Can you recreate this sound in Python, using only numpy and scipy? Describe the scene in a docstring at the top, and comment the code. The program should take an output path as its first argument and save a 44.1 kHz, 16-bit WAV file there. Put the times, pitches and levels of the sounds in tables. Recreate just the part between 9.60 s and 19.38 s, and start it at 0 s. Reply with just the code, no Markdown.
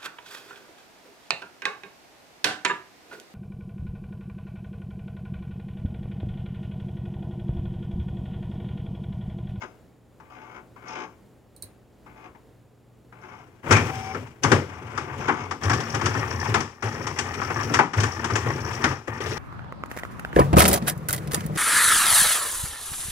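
"""An inkjet printer works in a quiet room, louder on the left; air noise and a low hum waver throughout.
A gear train, toothed pulses through frame resonances, purrs in short moves; at 2 s two small bright ticks ring.
At 4.1 s a latch drops with two clunks, sharp contacts echoed by the casing, and a motor whines as paper is fed.
From 6 s come three printing passes of about a second: dense contacts rattle, a carriage judders in moving
resonances, a pawl snaps and the shelf thumps as damped swings; at the end a ratchet knocks evenly."""
import sys
import numpy as np
from scipy import signal
from scipy.fft import rfft, irfft, next_fast_len
from scipy.io import wavfile

SR = 44100
rng = np.random.default_rng(int(sys.argv[2]) if len(sys.argv) > 2 else 0)


def inscribe(sig):
    """Save sig as 16-bit PCM at rate SR to the path in sys.argv[1].

    A 1-D sig is mono; a 2-D sig holds one channel per row.
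    Samples are clipped to [-1, 1] before scaling.
    """
    pcm = np.round(np.clip(np.atleast_2d(sig).T, -1, 1) * 32767)
    wavfile.write(sys.argv[1], SR, pcm.astype(np.int16))


N = 431298
TIME = np.arange(N) / SR
CLOCK = TIME[::32]  # slow control clock, s


def from_db(db):
    """Logarithmic level: decibels to amplitude gain."""
    return np.exp(np.asarray(db) * (np.log(10) / 20))


def rms_one(x):
    """Power normalization: scale to unit rms."""
    return x / np.sqrt(np.mean(x ** 2) + 1e-20)


def colour(x, points):
    """Linear filtering: weight the spectrum by a curve through (Hz, dB) points."""
    size = next_fast_len(x.shape[-1] + SR // 10, real=True)
    hz, db = np.transpose(points)
    log_hz = np.log(np.fft.rfftfreq(size, 1 / SR) + 1)
    gain = from_db(np.interp(log_hz, np.log(hz), db))
    return irfft(rfft(x, size) * gain, size)[..., :x.shape[-1]]


def drift(rate):
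    """Slow random modulation: chance values joined by lines, rate per second; rms 1."""
    knots = rng.standard_normal(N // 40)
    return rms_one(np.interp(TIME * rate, np.arange(len(knots)), knots))


def add(out, s, sound):
    """Superposition: mix a sound in at a time in seconds."""
    part = out[..., round(s * SR):][..., :sound.shape[-1]]
    part += sound[..., :part.shape[-1]]


def gate(start_s, end_s, attack_s, t60_s):
    """Amplitude envelope: linear rise, hold and exponential decay, on the control clock."""
    rise = np.clip((CLOCK - start_s) / attack_s, 0, 1)
    return rise * from_db(-60 * np.clip((CLOCK - end_s) / t60_s, 0, 2))


def per_sample(control):
    """Interpolation: from the control clock to every sample."""
    return np.interp(TIME, CLOCK, control)


def resonate(x, hz, width_hz):
    """Simple resonance: a peak of gain 1 and the given bandwidth."""
    return signal.lfilter(*signal.iirpeak(hz, hz / width_hz, fs=SR), x + 1e-18)


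def grains(per_s, spread_db):
    """Random impulses: tiny contacts at chance moments, uneven in size and sign; rms 1."""
    at = np.flatnonzero(rng.random(N) < per_s / SR)
    sizes = from_db(spread_db * np.minimum(rng.exponential(1, len(at)), 4))
    out = np.zeros(N)
    out[at] = sizes * rng.choice([-1, 1], len(at))
    return rms_one(out)


def stereo(mid, side, likeness):
    """Interchannel correlation: left and right share the mid and differ by the side."""
    alike = np.clip(likeness, 0, 1)
    return mid + np.sqrt((1 - alike) / (1 + alike)) * side * [[1], [-1]]


ROOM_T60_S = 0.37


def echoes(ring_t60, tail_db, likeness):
    """Diffuse impulse response: casing reflections build up and decay, over the room tail; unit mid energy."""
    t = np.arange(SR // 4) / SR
    rise_s, hold_s = .0012, .007
    ring = from_db(-60 * np.maximum(t - hold_s, 0) / ring_t60)
    tail = from_db(tail_db - 60 * t / ROOM_T60_S)
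    mid, side = rng.standard_normal((2, len(t))) * (ring + tail) * (1 - np.exp(-t / rise_s))
    return stereo(mid, side, likeness) / np.sqrt(np.sum(mid ** 2))


# Spectrum of the air noise in the quiet room. Each row: frequency in Hz, relative level in dB.
AIR_SPECTRUM = [(25, -17), (55, 5), (420, -0.5), (1100, -14.5), (4000, -27), (6400, -31), (7000, -25.5),
                (7600, -30), (15000, -33.5)]
ROOM_DB, HUM_DB, HUM_HZ = -54, -58, 120


def room(flicker_db=1.23):
    """Background noise: filtered air noise and a low sine hum, both wavering."""
    air = rng.standard_normal(N) + .5 * rng.standard_normal((2, N))
    air = air * from_db(flicker_db * drift(4.84))
    hum = np.sin(2 * np.pi * HUM_HZ * TIME + .5 * drift(10)) * from_db(2 * drift(10))
    return from_db(ROOM_DB) * rms_one(colour(air, AIR_SPECTRUM)) + from_db(HUM_DB) * hum


# Small bright ticks. Each row: start in seconds, relative level in dB.
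TICKS = [(1.963, -16.5), (2.023, -1)]
# Modes of the tapped thing. Each row: settled frequency in Hz, relative level in dB, decay t60 in seconds.
TICK_MODES = [(3840, -33.5, 0.032), (8800, -23, 0.015)]


def ticks(crack_db=-30, crack_t60=0.014, wet_db=-5, pan_db=3.0, sharp_hz=900, settle_s=0.003):
    """Modal impact: a small hard thing tapped on the right cracks, and two modes start sharp and settle."""
    t, out = np.arange(SR // 3) / SR, np.zeros(N)
    crack_band = signal.butter(2, [6000, 14000], "band", fs=SR, output="sos")
    crack = signal.sosfilt(crack_band, rng.standard_normal(len(t)))
    bend = sharp_hz * settle_s * (1 - np.exp(-t / settle_s))  # extra cycles of the sharp start
    ring = sum(from_db(db - 60 * t / t60) * np.sin(2 * np.pi * (hz * t + bend))
               for hz, db, t60 in TICK_MODES)
    tick = ring + 2 * crack * from_db(crack_db - 60 * t / crack_t60)
    tick *= np.minimum(t / .001, 1)
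    for s, db in TICKS:
        add(out, s, from_db(db) * tick)
    wet = signal.fftconvolve(out[None], echoes(.12, -22, 0), axes=1)[:, :N]
    return (out + from_db(wet_db) * wet) * from_db([[-pan_db], [pan_db]])


# Runs of the rollers and carriage; the three long ones are printing passes. Each row: start in seconds,
# end in seconds, relative rattle in dB, relative sliding hiss in dB, swell over the run in dB.
RUNS = [(4.024, 4.119, -29, -43.5, 26.5), (4.246, 4.556, -38, -44, -12.5), (4.56, 4.677, -40, -50.5, -9),
        (4.82, 4.943, -26.5, -39.5, 5), (5.09, 5.598, -38.5, -54.5, 7), (5.574, 5.906, -37.5, -52, -7),
        (6.005, 6.992, -32, -42.5, 3.5), (7.225, 8.18, -34, -43.5, 10.5), (8.332, 9.306, -33, -44, 7),
        (9.472, 9.584, -34, -47.5, -5), (9.605, 9.78, -33.5, -42, -3)]
# Low thumps and thuds: shelf jolts, the faint thump under the second tick, the latch's lingering ring.
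# Each row: start in seconds, relative low swing in dB, relative thud in dB.
THUMPS = [(2.023, -52, -51.5), (4.107, -17.5, -24), (4.2, -27, -40), (4.545, -48, -30.5), (4.841, -33, -21),
          (4.911, -25, -13), (4.954, -36, -22), (6.041, -24.5, -36), (6.106, -25, -54), (6.334, -32, -32),
          (6.428, -28, -31), (6.56, -27.5, -27.5), (6.884, -26, -30), (7.235, -26.5, -30),
          (7.391, -34.5, -31), (7.898, -41, -30), (8.1, -34, -25), (8.364, -21.5, -34), (8.404, -29, -37.5),
          (8.716, -25.5, -32), (8.855, -26, -26), (9.234, -30.5, -36)]
RUN_ATTACK_S, RUN_T60_S = 0.0082, 0.26
# a faint steady rattle and hiss from shortly before the feed, lasting to the end under the runs
STEADY_FROM_S, STEADY_RATTLE_DB, STEADY_HISS_DB = 3.6, -56.5, -67
# rattle and hiss after each thump: level relative to its swing, and settling time
SHAKE_RATTLE_DB, SHAKE_HISS_DB, SHAKE_T60_S = -3, -14, 0.63


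def feed_force():
    """Power summation: rattle and sliding hiss, from a faint steady part, the runs and the thumps."""
    power = (from_db([[STEADY_RATTLE_DB], [STEADY_HISS_DB]]) * (CLOCK > STEADY_FROM_S)) ** 2
    for start, end, rattle_db, hiss_db, swell_db in RUNS:
        progress = np.clip((CLOCK - start) / (end - start), 0, 1)
        swell = from_db(swell_db * (progress - .5))
        envelope = swell * gate(start, end, RUN_ATTACK_S, RUN_T60_S)
        power += (from_db([[rattle_db], [hiss_db]]) * envelope) ** 2
    for s, db, _ in THUMPS:
        shaking = gate(s, s, RUN_ATTACK_S, SHAKE_T60_S)
        power += (from_db([[db + SHAKE_RATTLE_DB], [db + SHAKE_HISS_DB]]) * shaking) ** 2
    return [per_sample(np.sqrt(p)) for p in power]


# Resonances of the shelf. Each row: frequency in Hz, width in Hz, relative level in dB.
SHELF_MODES = [(90.3, 12.4, 3.5), (120, 23.5, 1), (139, 10.7, -1), (230.1, 6, -2.5)]


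def shelf(rattle, rumble_db=-2, rise_s=0.028, rock_hz=105, scatter=0.051, thump_db=5.5):
    """Forced and free vibration: the rattle keeps the shelf rumbling; each low thump swings up and dies away."""
    shake = rattle * rng.standard_normal(N)
    rumble = sum(from_db(db) * resonate(shake, hz, width) * (-1) ** k
                 for k, (hz, width, db) in enumerate(SHELF_MODES))
    out = rms_one(rumble) * np.std(shake) * from_db(rumble_db)
    t = np.arange(SR // 3) / SR
    swing = (t / rise_s * np.exp(1 - t / rise_s)) ** 2
    for (s, db, _), detune in zip(THUMPS, rng.standard_normal(len(THUMPS))):
        rocking = np.sin(2 * np.pi * rock_hz * (1 + scatter * detune) * t)
        add(out, s, from_db(db + thump_db) * swing * rocking)
    return out


def paper(slide, paper_db=-10.5, low_hz=6800):
    """Friction noise: the sliding sheet lies outside the casing and adds an airy rasp."""
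    airy = signal.butter(2, low_hz, "high", fs=SR, output="sos")
    rasp = signal.sosfilt(airy, rng.standard_normal((2, N)))
    return from_db(paper_db) * slide * rasp


WHINE_START_S, WHINE_END_S, WHINE_ATTACK_S, WHINE_T60_S = 4.19, 4.52, 0.37, 0.059
WHINE_DB = -32


def whine(hz=769, third_db=-11, sag=0.023, spin_up_s=0.0736):
    """Rotational tone: the feed motor's pitch climbs a little, then holds with a slight flutter."""
    speed = 1 - sag * np.exp(-np.maximum(TIME - WHINE_START_S, 0) / spin_up_s)
    phase = 2 * np.pi * np.cumsum(hz * speed * (1 + .006 * drift(120))) / SR
    envelope = per_sample(gate(WHINE_START_S, WHINE_END_S, WHINE_ATTACK_S, WHINE_T60_S))
    level = from_db(WHINE_DB + 1.5 * drift(30)) * envelope
    return np.sqrt(2) * level * (np.sin(phase) + from_db(third_db) * np.sin(3 * phase))


# Narrow whirs of the feed wheels. Each row: start in seconds, end in seconds, frequency in Hz,
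# relative level in dB.
WHIRS = [(4.1, 4.166, 2330, -19), (4.293, 4.537, 5400, -51.5), (9.597, 9.78, 10800, -59)]
WHIR_Q, WHIR_ATTACK_S, WHIR_T60_S = 7.5, 0.021, 0.15


def whirs(ring_t60=0.022, tail_db=-17, likeness=0.23):
    """Resonant friction: fast wheels rub, dense contacts sounding through one narrow peak each."""
    rub, force = grains(1500, 2.0), 0
    for start, end, hz, db in WHIRS:
        ring = resonate(resonate(rub, hz, hz / WHIR_Q), hz, 2 * hz / WHIR_Q)
        level = per_sample(from_db(db) * gate(start, end, WHIR_ATTACK_S, WHIR_T60_S))
        force = force + rms_one(ring) * level
    return signal.oaconvolve(force[None], echoes(ring_t60, tail_db, likeness), axes=1)[:, :N]


RATCHET_FROM_S, RATCHET_STEP_S = 9.603, .0565


def ratchet(body_hz=420, width_hz=70, body_db=0, edge_db=-7):
    """Periodic impact: in the last run a ratchet knocks evenly, a hollow ring with a hard edge."""
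    low_hz, high_hz, *reflections = REGISTERS[1]
    edge_band = signal.butter(2, [low_hz, high_hz], "band", fs=SR, output="sos")
    out = np.zeros((2, N))
    for s in np.arange(RATCHET_FROM_S, N / SR, RATCHET_STEP_S):
        contact = echoes(*reflections)
        body = resonate(contact, body_hz, width_hz)
        edge = signal.sosfilt(edge_band, contact)
        for part, db in ((body, body_db), (edge, edge_db)):
            add(out, s, from_db(db) * part / np.linalg.norm(part[0]))
    return out


# Main, louder part of each gear move, some quiet and some strong. Each row: start in seconds,
# end in seconds, relative mesh level in dB.
GEAR_MOVES = [(-.03, 0.036, -35), (0.684, 0.985, -47.5), (1.245, 1.444, -37), (2.546, 2.668, -48),
              (3.608, 3.815, -46.5), (4.224, 4.533, -40.5), (5.107, 5.542, -43.5), (5.584, 5.855, -35.5)]
GEAR_ATTACK_S, GEAR_T60_S = 0.016, 0.034
CREEP_DB, CREEP_AFTER_S = -61, 0.02
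TAKE_UP_S = .085  # the gears take up their slack this long before the main part


def mesh_force():
    """Power summation: each gear move is a creep, the louder main part and a creep to rest."""
    power = 0
    for start, end, db in GEAR_MOVES:
        creep = from_db(CREEP_DB) + 0.17 * from_db(db)
        creep = creep * gate(start - TAKE_UP_S, end + CREEP_AFTER_S, GEAR_ATTACK_S / 2, GEAR_T60_S)
        main = from_db(db) * gate(start, end, GEAR_ATTACK_S, GEAR_T60_S)
        power = power + creep ** 2 + main ** 2
    return per_sample(np.sqrt(power)) * from_db(1.3 * drift(25))


# The clearest snaps of the pawl. Each row: start in seconds, relative level in dB.
PAWL_SNAPS = [(1.281, -43), (1.329, -47), (6.203, -38), (6.813, -39), (6.849, -37), (7.966, -38),
              (8.031, -33), (9.149, -33.5)]
PRINTING_FROM_S, GEAR_FEED_FROM_S = 6.0, 3.6


def pawl(slide, chatter_db=-2, snap_db=26, hz=5550, width_hz=850, ring_t60=0.0061, gear_share=0.12):
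    """Impulse response: a springy pawl snaps, and chatters while the paper slides or the gears feed it."""
    drive = slide * (TIME > PRINTING_FROM_S) + gear_share * mesh_force() * (TIME > GEAR_FEED_FROM_S)
    force = from_db(chatter_db) * grains(45, 2.5) * drive
    for s, db in PAWL_SNAPS:
        add(force, s, from_db([db + snap_db]))
    response = echoes(ring_t60, *REGISTERS[-1][-2:])
    response = resonate(resonate(response, hz, width_hz), hz, 2 * width_hz)
    return signal.oaconvolve(force[None], response / np.linalg.norm(response[0]), axes=1)[:, :N]


# Resonances of the carriage and its rail. Each row: mean frequency in Hz, relative level in dB.
CARRIAGE_MODES = [(360, -12), (830, -9.5), (1213, -4.5), (1800, -4.5)]
CARRIAGE_Q = 17


def carriage(rattle, level_db=-3.5):
    """Time-varying resonance: the juddering carriage's dense knocks ring in modes that shift as it travels."""
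    knocks = grains(220, 2.7) * from_db(2.5 * drift(30)) * rattle * (TIME > PRINTING_FROM_S)
    out = 0
    for hz, db in CARRIAGE_MODES:
        r = np.exp(-np.pi * hz / CARRIAGE_Q / SR)  # decay per sample
        turn = np.exp(2j * np.pi * np.cumsum(hz * (1 + .04 * drift(9))) / SR)
        # shift the mode down to zero frequency, let it decay there, shift it back
        still = knocks * rng.choice([-1, 1], N) / turn + 1e-18
        ring = turn * signal.lfilter([1], [1, -r], still)
        out = out + from_db(db) * rms_one(ring.imag)
    return from_db(level_db) * np.std(knocks) * out


def teeth(per_s, wobble, uneven_db):
    """Tooth-passing pulses: one snap per tooth, uneven in strength; rms 1."""
    turns = np.cumsum(per_s * (1 + wobble * drift(15))) / SR
    sizes = from_db(uneven_db * np.clip(rng.standard_normal(N), -2, 2))
    return rms_one(np.diff(np.floor(turns), prepend=0) * sizes)


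# Resonances of the gear frame. Each row: frequency in Hz, width in Hz, relative level in dB.
GEAR_MODES = [(327, 210, -3), (733, 79, 0), (869, 30, 1), (1100, 194, -3), (1330, 130, -1.5),
              (1550, 216, -5.5), (2130, 280, -5.5), (3800, 1540, -3.5), (5120, 330, 2.5), (6360, 490, 0.5)]
MESH_HZ = 61.4


def gear_purr(gear_db):
    """Modal filtering: tooth pulses and fine random contacts excite the gear frame."""
    contacts = teeth(MESH_HZ, .003, 3.0) + .7 * grains(400, 3.0)
    return sum(from_db(gear_db + db) * resonate(contacts, hz, width) * (-1) ** k
               for k, (hz, width, db) in enumerate(GEAR_MODES))


def rollers(likeness, flutter_db=3.5):
    """Broadband contact noise: dense rolling contacts, with no place and so no fixed pitch; stereo."""
    mid, side = rng.standard_normal((2, N))
    return from_db(flutter_db * drift(70)) * stereo(mid, side, likeness)


def clack(response, centre_hz, hardness_db):
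    """Contact stiffness: each part favours a pitch of its own, lower when the contact is soft."""
    hz = centre_hz * 2 ** ((hardness_db + 12) / 60 + .12 * rng.standard_normal())
    return .5 * response + resonate(response, hz, hz / 2)


# Colour of the plastic casing. Each row: frequency in Hz, relative level in dB.
CASING = [(140, 14), (195, -1), (240, 5), (310, 3.5), (390, 5.5), (500, 2), (620, -2), (850, 7),
          (1350, 2.5), (2200, 0.5), (3200, -9.5), (4100, -22), (5500, -15), (8000, -20), (12000, -34.5),
          (15500, -55)]


def casing(x, low_hz, high_hz):
    """Radiation filter: one register of the casing, with unit gain for white noise."""
    if high_hz > SR / 5:  # the top register stays open above
        band = signal.butter(4, low_hz, "high", fs=SR, output="sos")
    else:
        band = signal.butter(4, [low_hz, high_hz], "band", fs=SR, output="sos")
    click = colour(signal.sosfilt(band, signal.unit_impulse(SR // 5, "mid")), CASING)
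    return colour(signal.sosfilt(band, x), CASING) / np.linalg.norm(click)


# Clacks of latches, cams and stops. Each row: start in seconds, relative strength in dB,
# hardness as treble over middle in dB.
CLACKS = [(2.747, -51.5, -24), (4.108, -16, -8.5), (4.121, -18, -4), (4.163, -20, -11.5), (4.546, -32, -17),
          (4.833, -26, -0.5), (4.842, -18.5, -16), (4.916, -16, -7.5), (5.375, -28, -10.5),
          (5.681, -20, -20), (5.692, -20.5, -29), (5.909, -27.5, -11), (6.033, -30, -7),
          (6.095, -21, -10.5), (6.131, -30.5, -1), (6.201, -33.5, -4), (6.345, -29, -5),
          (6.411, -28, -11.5), (6.457, -23.5, -5), (6.547, -29.5, -16), (6.941, -20.5, -6),
          (6.95, -21, -45), (7.003, -29, -7), (7.223, -30, -11), (7.468, -30.5, -5), (7.586, -27.5, -0.5),
          (7.815, -28, -17.5), (7.901, -27, -17.5), (8.138, -21, -4.5), (8.188, -14, -19.5),
          (8.195, -16, -58), (8.333, -29, -10.5), (8.401, -29, -2.5), (8.432, -24.5, -6),
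          (8.642, -27.5, -5.5), (8.702, -28.5, -12.5), (8.754, -22.5, -6.5), (9.239, -18, -9),
          (9.307, -30, -19), (9.473, -36.5, -20)]
# Body, clack and snap registers of the casing. Each row: low edge in Hz, high edge in Hz (the snap register
# has no upper cut), ring t60 in seconds, room tail in dB, left-right likeness from 0 to 1.
REGISTERS = [(146.7, 605, 0.23, -7, 0.85), (565, 2970, 0.088, -9.5, 0.68), (2944, 8840, 0.051, -7, 0.0079)]
CLACK_BODY_DB = -5.5  # low ring of the casing, relative to the strength
TAKE_UP_DB, TAKE_UP_HARDNESS_DB = -49, -22  # click as the gears take up their slack


def printer(rattle, slide, gear_body_db=-6, gear_hiss_db=-17, feed_body_db=1, gear_db=4, roll_db=-7.0,
            knock_db=-13, clack_s=0.023):
    """Source and radiator: gears, rollers, loose parts, clacks and thuds all sound through the casing."""
    mesh = mesh_force()
    mesh_hiss = mesh * from_db(gear_hiss_db) * np.sqrt(mesh / mesh.max())  # harder meshing is brighter
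    # drives for the body, clack and snap registers
    gear_drive = [mesh * from_db(gear_body_db), mesh, mesh_hiss]
    feed_drive = [rattle * from_db(feed_body_db), rattle, slide]
    purr = gear_purr(gear_db)
    knocks = from_db(knock_db) * grains(45, 3.0)
    load = drift(14)  # the load shifts to and fro between two gear wheels
    take_ups = [(start - TAKE_UP_S, TAKE_UP_DB, TAKE_UP_HARDNESS_DB)
                for start, *_ in GEAR_MOVES if start > TAKE_UP_S]
    blow_gain = np.sqrt(clack_s * SR)
    out = np.zeros((2, N))
    for k, (low_hz, high_hz, *reflections) in enumerate(REGISTERS):
        sound = from_db(roll_db) * feed_drive[k] * rollers(reflections[-1])
        # each fixed part acts at a place of its own, so each has its own reflections
        gears = purr * gear_drive[k]
        for force in (gears * np.cos(load), gears * np.sin(load), knocks * feed_drive[k]):
            sound += signal.oaconvolve(force[None], echoes(*reflections), axes=1)[:, :N]
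        for s, db, hardness_db in [*CLACKS, *take_ups]:
            level_db = db + (CLACK_BODY_DB, 0, hardness_db)[k]
            blow = clack(echoes(*reflections), np.sqrt(low_hz * high_hz), hardness_db)
            add(sound, s, from_db(level_db) * blow_gain * blow)
        if k == 0:  # thuds reach only the body register
            for s, _, thud_db in THUMPS:
                add(sound, s, from_db(thud_db) * blow_gain * echoes(*reflections))
        out += casing(sound, low_hz, high_hz)
    return out


# Stereo balance of the printer. Each row: frequency in Hz, left over right in dB.
BALANCE = [(100, 2.5), (500, 4.5), (1290, 10.5), (5500, 9.5), (15000, 2.5)]
LEFT_LAG_S = 0.00013


def scene():
    """Superposition: the printer louder on the left, the ticks on the right, the room all round."""
    rattle, slide = feed_force()
    machine = printer(rattle, slide) + carriage(rattle) + pawl(slide) + shelf(rattle)
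    left, right = machine + paper(slide) + whirs() + ratchet() + whine()
    left = colour(left, [(hz, db / 3) for hz, db in BALANCE])
    right = colour(right, [(hz, -2 * db / 3) for hz, db in BALANCE])
    left = np.interp(TIME - LEFT_LAG_S, TIME, left)
    return np.array([left, right]) + ticks() + room()


def record(dry):
    """Soft saturation and low-pass filtering: the loudest peaks are rounded and the top is cut."""
    top_cut = signal.ellip(10, .1, 80, 15900, fs=SR, output="sos")
    return signal.sosfilt(top_cut, 1.063 * np.tanh(dry / 1.15))


dry = scene()
out = record(dry)
inscribe(out)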